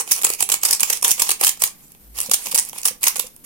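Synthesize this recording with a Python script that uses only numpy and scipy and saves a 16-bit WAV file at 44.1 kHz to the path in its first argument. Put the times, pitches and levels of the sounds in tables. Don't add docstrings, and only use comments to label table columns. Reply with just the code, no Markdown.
import sys
import numpy as np
from scipy import signal
from scipy.fft import rfft, irfft, next_fast_len
from scipy.io import wavfile
from scipy.ndimage import uniform_filter1d, map_coordinates

SR = 44100
rng = np.random.default_rng(int(sys.argv[2]) if len(sys.argv) > 2 else 0)


def transcribe(u):
    v = np.clip(np.atleast_2d(u).T, -1, 1)
    q = np.round(v * 32767).astype(np.int16)
    wavfile.write(sys.argv[1], SR, q)


def decibels_to_gain(level_db):
    exponent = np.asarray(level_db, float) / 20
    return 10 ** exponent


N = 152145
T = np.arange(N) / SR


def unit(x):
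    return x / np.sqrt(np.mean(x ** 2) + 1e-20)


def along(points, hz):
    f, v = np.transpose(points)
    return np.interp(np.log(hz + 1), np.log(f + 1), v)


def filtered(x, response):
    m = next_fast_len(N + 8192)
    return irfft(rfft(x, m) * response(np.fft.rfftfreq(m, 1 / SR)), m)[..., :N]


def coloured(x, gain):
    power = np.mean(abs(gain(np.linspace(0, SR / 2, num=999))) ** 2)
    return filtered(x, gain) / np.sqrt(power)


def wobble(rate, size):
    knots = rng.standard_normal(int(size * rate / SR) + 4)
    return map_coordinates(knots, [np.arange(size) * rate / SR])


def pair(size):
    shared = 0.29
    a = rng.standard_normal((3, size))
    return np.sqrt(shared) * a[0] + np.sqrt(1 - shared) * a[1:]


# (f/Hz, level/dB)
EDGE_TONE = [(300, -75), (1900, -14.5), (3200, -13.5), (3900, -13.5), (5800, -5.5), (9600, -3), (13000, -8),
             (16000, -10)]


def edge(x):
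    return coloured(x, lambda hz: decibels_to_gain(along(EDGE_TONE, hz)))


# (f/Hz, width/Hz, level/dB)
SHELL_MODES = [(453, 180, -1.5), (781, 113, 3), (1082, 306, 1), (2030, 60, -14), (2317, 650, -1.5)]


def body(x):
    def gain(f):
        low_cut = 1j * f / (SHELL_MODES[0][0] + 1j * f)
        ring = 0
        for k, (centre, width, db) in enumerate(SHELL_MODES):
            ring = ring + (-1) ** k * decibels_to_gain(db) * 1j * f * width / (centre * centre - f * f + 1j * f * width)
        return low_cut * ring
    return coloured(x, gain)


# (t/s, level/dB, length/ms, hollow shell level/dB)
RATTLES = [(0.0069, -21.5, 8.5, -34), (0.0751, -46, 4.4, -34), (0.111, -13, 1.9, -22.5),
           (0.116, -4.5, 7.6, -32), (0.215, -21.5, 3.7, -28.5), (0.2336, -16, 3, -26),
           (0.2438, -5.5, 7.9, -21.5), (0.2671, -16, 6.2, -22.5), (0.301, -12, 2.75, -20),
           (0.3361, -17, 2.5, -32), (0.405, -13, 5.4, -27), (0.4249, -7.5, 5, -23),
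           (0.49, -13.5, 1.2, -19.5), (0.4985, -12, 4, -20), (0.518, -10, 9.9, -25.5),
           (0.5394, -10, 4.9, -24), (0.6328, -9, 3.3, -20.5), (0.6506, -7.5, 5.5, -25.5),
           (0.6583, -13, 3.6, -56), (0.685, -17, 8.7, -29.5), (0.709, -8, 4, -42),
           (0.7283, -7.5, 8.4, -31.5),
           (0.7964, -16.5, 3.5, -34), (0.8049, -10, 3.2, -27), (0.8118, -33, 6.8, -29),
                  (0.8306, -5, 4.5, -19.5), (0.8996, -10, 5.1, -20.5), (0.9278, -13, 8.7, -31),
                  (1.0267, -18.5, 3.7, -24), (1.0443, -6.5, 9.8, -27.5), (1.0767, -20, 30, -32),
                  (1.102, -16.5, 2.6, -46), (1.1073, -12, 5, -44), (1.1137, -6.5, 6.1, -52),
                  (1.179, -32, 6.2, -29), (1.1953, -13.5, 8.9, -27.5), (1.2194, -3.5, 4.1, -22),
                  (1.2905, -11, 7, -21.5), (1.3052, -8.5, 1.9, -46), (1.313, -12.5, 8.1, -25),
                  (1.4111, -9, 2.4, -19), (1.4286, -28, 9.8, -21), (1.4357, -7.5, 6.8, -26.5),
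                  (1.447, -1.5, 2.5, -41), (1.4673, -8, 5.5, -24.5), (1.4775, -9.5, 3.8, -46),
                  (1.4914, -8.5, 4.2, -44),
           (1.573, -35, 2.2, -40), (1.6196, -9, 3.9, -20.5), (1.637, -4.5, 4.06, -21.5),
                 (1.949, -54, 1.9, -43.5), (2.1846, -20.5, 8.1, -33), (2.2033, -22, 1, -28),
                 (2.2107, -24.5, 1.5, -39.0), (2.232, -31, 1.2, -40), (2.2958, -24, 2.8, -28),
                 (2.3134, -4.5, 5.36, -23.5), (2.3395, -6.5, 5.8, -33), (2.4577, -22, 6.4, -33.5),
                 (2.468, -19.5, 3.7, -29), (2.5149, -18.5, 7.7, -34), (2.5247, -22, 3, -30),
                 (2.5493, -8.0, 5.5, -36), (2.557, -35, 5.2, -25.5), (2.5771, -10, 3.1, -28),
                 (2.585, -10, 7.6, -29),
           (2.6952, -25.5, 1.7, -42), (2.7311, -29, 2, -30.5), (2.76, -49, 4.6, -36),
                (2.7793, -25.5, 9.4, -43), (2.8314, -23.5, 4.3, -39), (2.8536, -8, 7.3, -29),
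                (2.8799, -14.5, 8.1, -31.5), (3.0307, -11.5, 2.9, -29), (3.0383, -9.5, 3.5, -23.5),
                (3.0683, -6.5, 7, -20), (3.079, -9, 8.4, -54), (3.157, -22, 11, -30.5),
                (3.1774, -35, 7.5, -54), (3.1948, -9.5, 5.1, -27), (3.2655, -33, 8.7, -52),
                (3.3638, -48, 2.5, -52)]


def rattles():
    rise_share, ring_t60_s = 0.067, 0.011
    creep_s, creep_db = 0.0037, -21
    spiky_db, colour_db, body_apart = 2.6, 3.8, 0.1
    size, lead = 2048, 600
    bins = size // 2 + 1
    bright, hollow = np.zeros((2, N + SR)), np.zeros((2, N + SR))
    t = (np.arange(size) - lead) / SR
    for s, db, ms, body_db in RATTLES:
        rise = np.exp(t * 1000 / ms / rise_share - 1)
        creep = decibels_to_gain(creep_db) * np.exp(t / creep_s)
        ring = decibels_to_gain(-60 * np.maximum(t - 0.83 * ms / 1000, 0) / ring_t60_s)
        shape = np.minimum(rise + creep, 1) * ring
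        burst = pair(size) * shape * decibels_to_gain(spiky_db * wobble(1502, size))
        burst *= np.linalg.norm(shape) / np.linalg.norm(burst, axis=1, keepdims=True)
        ripple = decibels_to_gain(colour_db * np.array([wobble(1114, bins), wobble(990.5, bins)]))
        ripple /= np.sqrt(np.mean(ripple ** 2))
        at = round(s * SR)
        bright[:, at:at + size] += decibels_to_gain(db - 0.5) * irfft(rfft(burst) * ripple)
        push = burst.mean(axis=0) + body_apart * (burst - burst[::-1])
        hollow[:, at:at + size] += decibels_to_gain(body_db) * push * shape
    return edge(bright[:, lead:N + lead]) + body(hollow[:, lead:N + lead])


# (t/s, level/dB, brightest f/Hz)
SNAPS = [(0.1126, -14, 9800), (0.1288, -12, 9400), (0.1637, -21.5, 7900), (0.2226, -17.5, 9900),
         (0.2333, -24, 11200), (0.2923, -18.5, 7800), (0.327, -25, 8900), (0.3488, -24, 8900),
         (0.4058, -15.5, 9800), (0.4158, -27, 8700), (0.4222, -21, 9300), (0.501, -21, 7200),
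         (0.532, -17, 10200), (0.6154, -31, 7300), (0.7197, -32, 9100), (0.7491, -17.5, 7740),
         (0.812, -14.4, 10200), (1.0132, -30, 9500), (1.024, -21.6, 9000), (1.0273, -13, 11100),
         (1.0407, -18, 8900), (1.0802, -8, 9900), (1.1082, -11.8, 10100), (1.1246, -19, 8900),
         (1.2073, -22, 9700), (1.284, -24, 8200), (1.3166, -11, 7600), (1.412, -15.5, 10100),
         (1.429, -21, 10500), (1.4535, -19, 10300), (1.4607, -16, 8700), (1.6758, -22.0, 6760),
         (1.9195, -37, 10500), (2.203, -13.5, 10100), (2.214, -13, 10800), (2.2318, -23, 10100),
         (2.336, -3.5, 7700), (2.442, -29, 9900), (2.497, -35, 7700), (2.5127, -22.9, 9400),
         (2.5457, -10, 9300), (2.5583, -8.5, 9400), (2.597, -9, 9200), (2.6266, -25.2, 9800),
         (2.6503, -25, 9600), (2.6605, -34, 8900), (2.689, -24.5, 12600), (2.816, -29.3, 8600),
         (2.8453, -27, 9600), (2.855, -9, 11500), (2.8641, -14, 10400), (2.8756, -13, 9000),
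         (3.0101, -36, 11300), (3.043, -15, 9100), (3.0585, -15.5, 12300), (3.1451, -32, 7500),
         (3.1676, -20.5, 7800), (3.17, -22, 9100), (3.1833, -25.7, 9700), (3.3633, -35.5, 12200)]


def ticks():
    hold_s, t60_s, wide, body_db = 0.00071, 0.0078, 0.44, -8
    out, size = np.zeros((2, N + SR)), 512
    t, f = np.arange(size) / SR, np.fft.rfftfreq(size, 1 / SR)
    shape = decibels_to_gain(-60 * np.maximum(t - hold_s, 0) / t60_s)
    for s, db, hz in SNAPS:
        resonance = 1j * f / (hz * hz - f * f + 1j * f * hz * wide)
        snap = irfft(rfft(pair(size) * shape) * resonance)
        snap *= np.linalg.norm(shape) / np.linalg.norm(snap, axis=1, keepdims=True)
        at = round(s * SR)
        out[:, at:at + size] += decibels_to_gain(db) * snap
    out = out[:, :N]
    return edge(out) + decibels_to_gain(body_db) * body(out.mean(axis=0))


def patchy(x):
    patch_db = 3
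    z = signal.stft(x, nperseg=256)[2]
    field = uniform_filter1d(rng.standard_normal(z.shape[1:]), size=7, axis=0)
    field = uniform_filter1d(field, size=9, axis=1)
    return unit(signal.istft(z * decibels_to_gain(patch_db * unit(field)), nperseg=256)[1][:, :N])


# (start t/s, end t/s, level/dB)
STROKES = [(-.05, 0.029, -20), (0.059, 0.23, -28), (0.253, 0.363, -30), (0.379, 0.437, -28.5),
           (0.49, 0.58, -34), (0.608, 0.785, -24.5), (0.837, 0.999, -27.5), (1.033, 1.113, -19.5),
           (1.157, 1.325, -27.5), (1.391, 1.425, -28), (1.417, 1.502, -21.5), (1.591, 1.691, -28),
           (1.771, 1.896, -51.5), (1.897, 1.935, -50.5), (2.137, 2.3, -31), (2.346, 2.547, -33.5),
           (2.602, 2.712, -40), (2.721, 2.84, -37), (2.841, 2.9, -25.5), (3.01, 3.096, -25.5),
           (3.134, 3.293, -40.5), (3.437, 3.483, -37.5)]


def slides():
    rise_share, body_db = 0.26, -11.5
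    rough_db, tick_db = 1.5, 1.5
    stroke = np.zeros(N)
    for a, b, db in STROKES:
        rise = rise_share * (b - a)
        stroke += decibels_to_gain(db) * np.interp(T, [a, a + rise, b - rise, b], [0, 1, 1, 0])
    ticks_db = tick_db * np.maximum(wobble(350, N), 0) ** 2
    grain = unit(decibels_to_gain(rough_db * wobble(70, N) + np.minimum(ticks_db, 9)))
    rub = stroke * grain * patchy(pair(N))
    return edge(rub) + decibels_to_gain(body_db) * body(rub.mean(axis=0))


# (t/s, peak level/dB, extra weight of the low modes/dB)
FINGERS = [
    (0.819, -35, 4),
    (2.287, -20, -2),
    (2.47, -35, 4),
    (2.536, -19, -8),
    (2.908, -23.5, -4.5),
    (3.179, -26, -9),
    (3.24, -24.5, -9),
]
# (f/Hz, level/dB, t60/s)
THUD_MODES = [(110, -5, .04), (200, 0, .04), (330, -8, .03), (490, -4, .045)]


def taps():
    onset_s = .004
    out = np.zeros(N)
    for s, db, low_db in FINGERS:
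        t = np.maximum(T - s, 0)
        thud = np.zeros(N)
        for hz, level, t60 in THUD_MODES:
            decay = decibels_to_gain(level + low_db * (hz < 400) - 60 * t / t60)
            pitch = hz * rng.normal(1, 0.052)
            thud += decay * np.sin(2 * np.pi * pitch * t)
        out += decibels_to_gain(db) * (1 - np.exp(-t / onset_s)) * thud
    return filtered(out, lambda hz: (1j * hz / (THUD_MODES[0][0] + 1j * hz)) ** 2)


# (f/Hz, t60/s)
ROOM_DECAY = [(300, 0.29), (2000, 0.25), (14000, 0.15)]


def room(x):
    delay = round(.004 * SR)
    out, step = np.zeros((2, N + SR)), SR // 4
    for at in range(0, N, step):
        hz, t, z = signal.stft(rng.standard_normal((2, SR // 2)), SR, nperseg=256)
        decay = decibels_to_gain(-60 * t / along(ROOM_DECAY, hz)[:, None])
        tail = signal.istft(z * decay, SR, nperseg=256)[1]
        wet = signal.fftconvolve(x[:, at:at + step], tail / np.linalg.norm(tail[0]), axes=1)
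        out[:, at + delay:][:, :wet.shape[1]] += wet
    return out[:, :N]


# (f/Hz, level per Hz/dB)
HISS_TONE = [(30, -1), (80, -12), (200, -3.5), (450, -15), (1500, -23.5), (4000, -25), (7000, -24),
             (14000, -12), (16000, -34)]
# (f/Hz, correlation)
HISS_LIKENESS = [(60, 0.54), (300, 0.62), (1000, 0)]


def floor():
    hiss_db, whine_hz, whine_db = -50, 14002, -64
    boom_s, boom_wide_s, boom_hz, boom_db = 2.125, 0.062, 54.7, -42

    def mid_side(hz):
        turn = np.arccos(np.clip(along(HISS_LIKENESS, hz), -1, 1)) / 2
        return decibels_to_gain(along(HISS_TONE, hz)) * [np.cos(turn), np.sin(turn)]

    noise = rng.standard_normal((2, N)) * decibels_to_gain(1.2 * wobble(90, N))
    mid, side = filtered(noise, mid_side)
    hiss = decibels_to_gain(hiss_db) * unit(np.array([mid + side, mid - side]))
    whine_level = decibels_to_gain(whine_db + 4 * np.minimum(wobble(8, N), 1))
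    whine = whine_level * np.sin(2 * np.pi * whine_hz * T)
    swell = np.exp(-.5 * ((T - boom_s) / boom_wide_s) ** 2)
    boom = decibels_to_gain(boom_db) * swell * np.sin(2 * np.pi * boom_hz * T)
    return hiss + whine + boom


# (f/Hz, level/dB)
PORT_LEAN = [(300, -2.5), (1300, 1), (9000, -5), (15000, -5.5)]
# (f/Hz, phase/rad)
PORT_PHASE = [(0, 0), (1000, .5), (2000, 3.1), (8200, 22), (16000, 30.1)]


def scene():
    room_db = -8.5
    cube = rattles() + ticks() + slides() + taps()
    side = np.array([[.5], [-.5]])

    def ports(hz):
        phase = np.interp(hz, *np.transpose(PORT_PHASE))
        return decibels_to_gain(side * along(PORT_LEAN, hz)) * np.exp(-1j * side * phase)

    return filtered(cube + decibels_to_gain(room_db) * room(cube), ports) + floor()


def low_pass(x):
    return signal.sosfilt(signal.butter(12, 16880, fs=SR, output="sos"), x)


def record(dry):
    ceiling, knee = 0.73, 7
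    squeezed = dry / (1 + np.abs(dry / ceiling) ** knee) ** (1 / knee)
    mix = filtered(squeezed, lambda hz: hz < 15900)
    return low_pass(mix)


dry = scene()
out = record(dry)
transcribe(out)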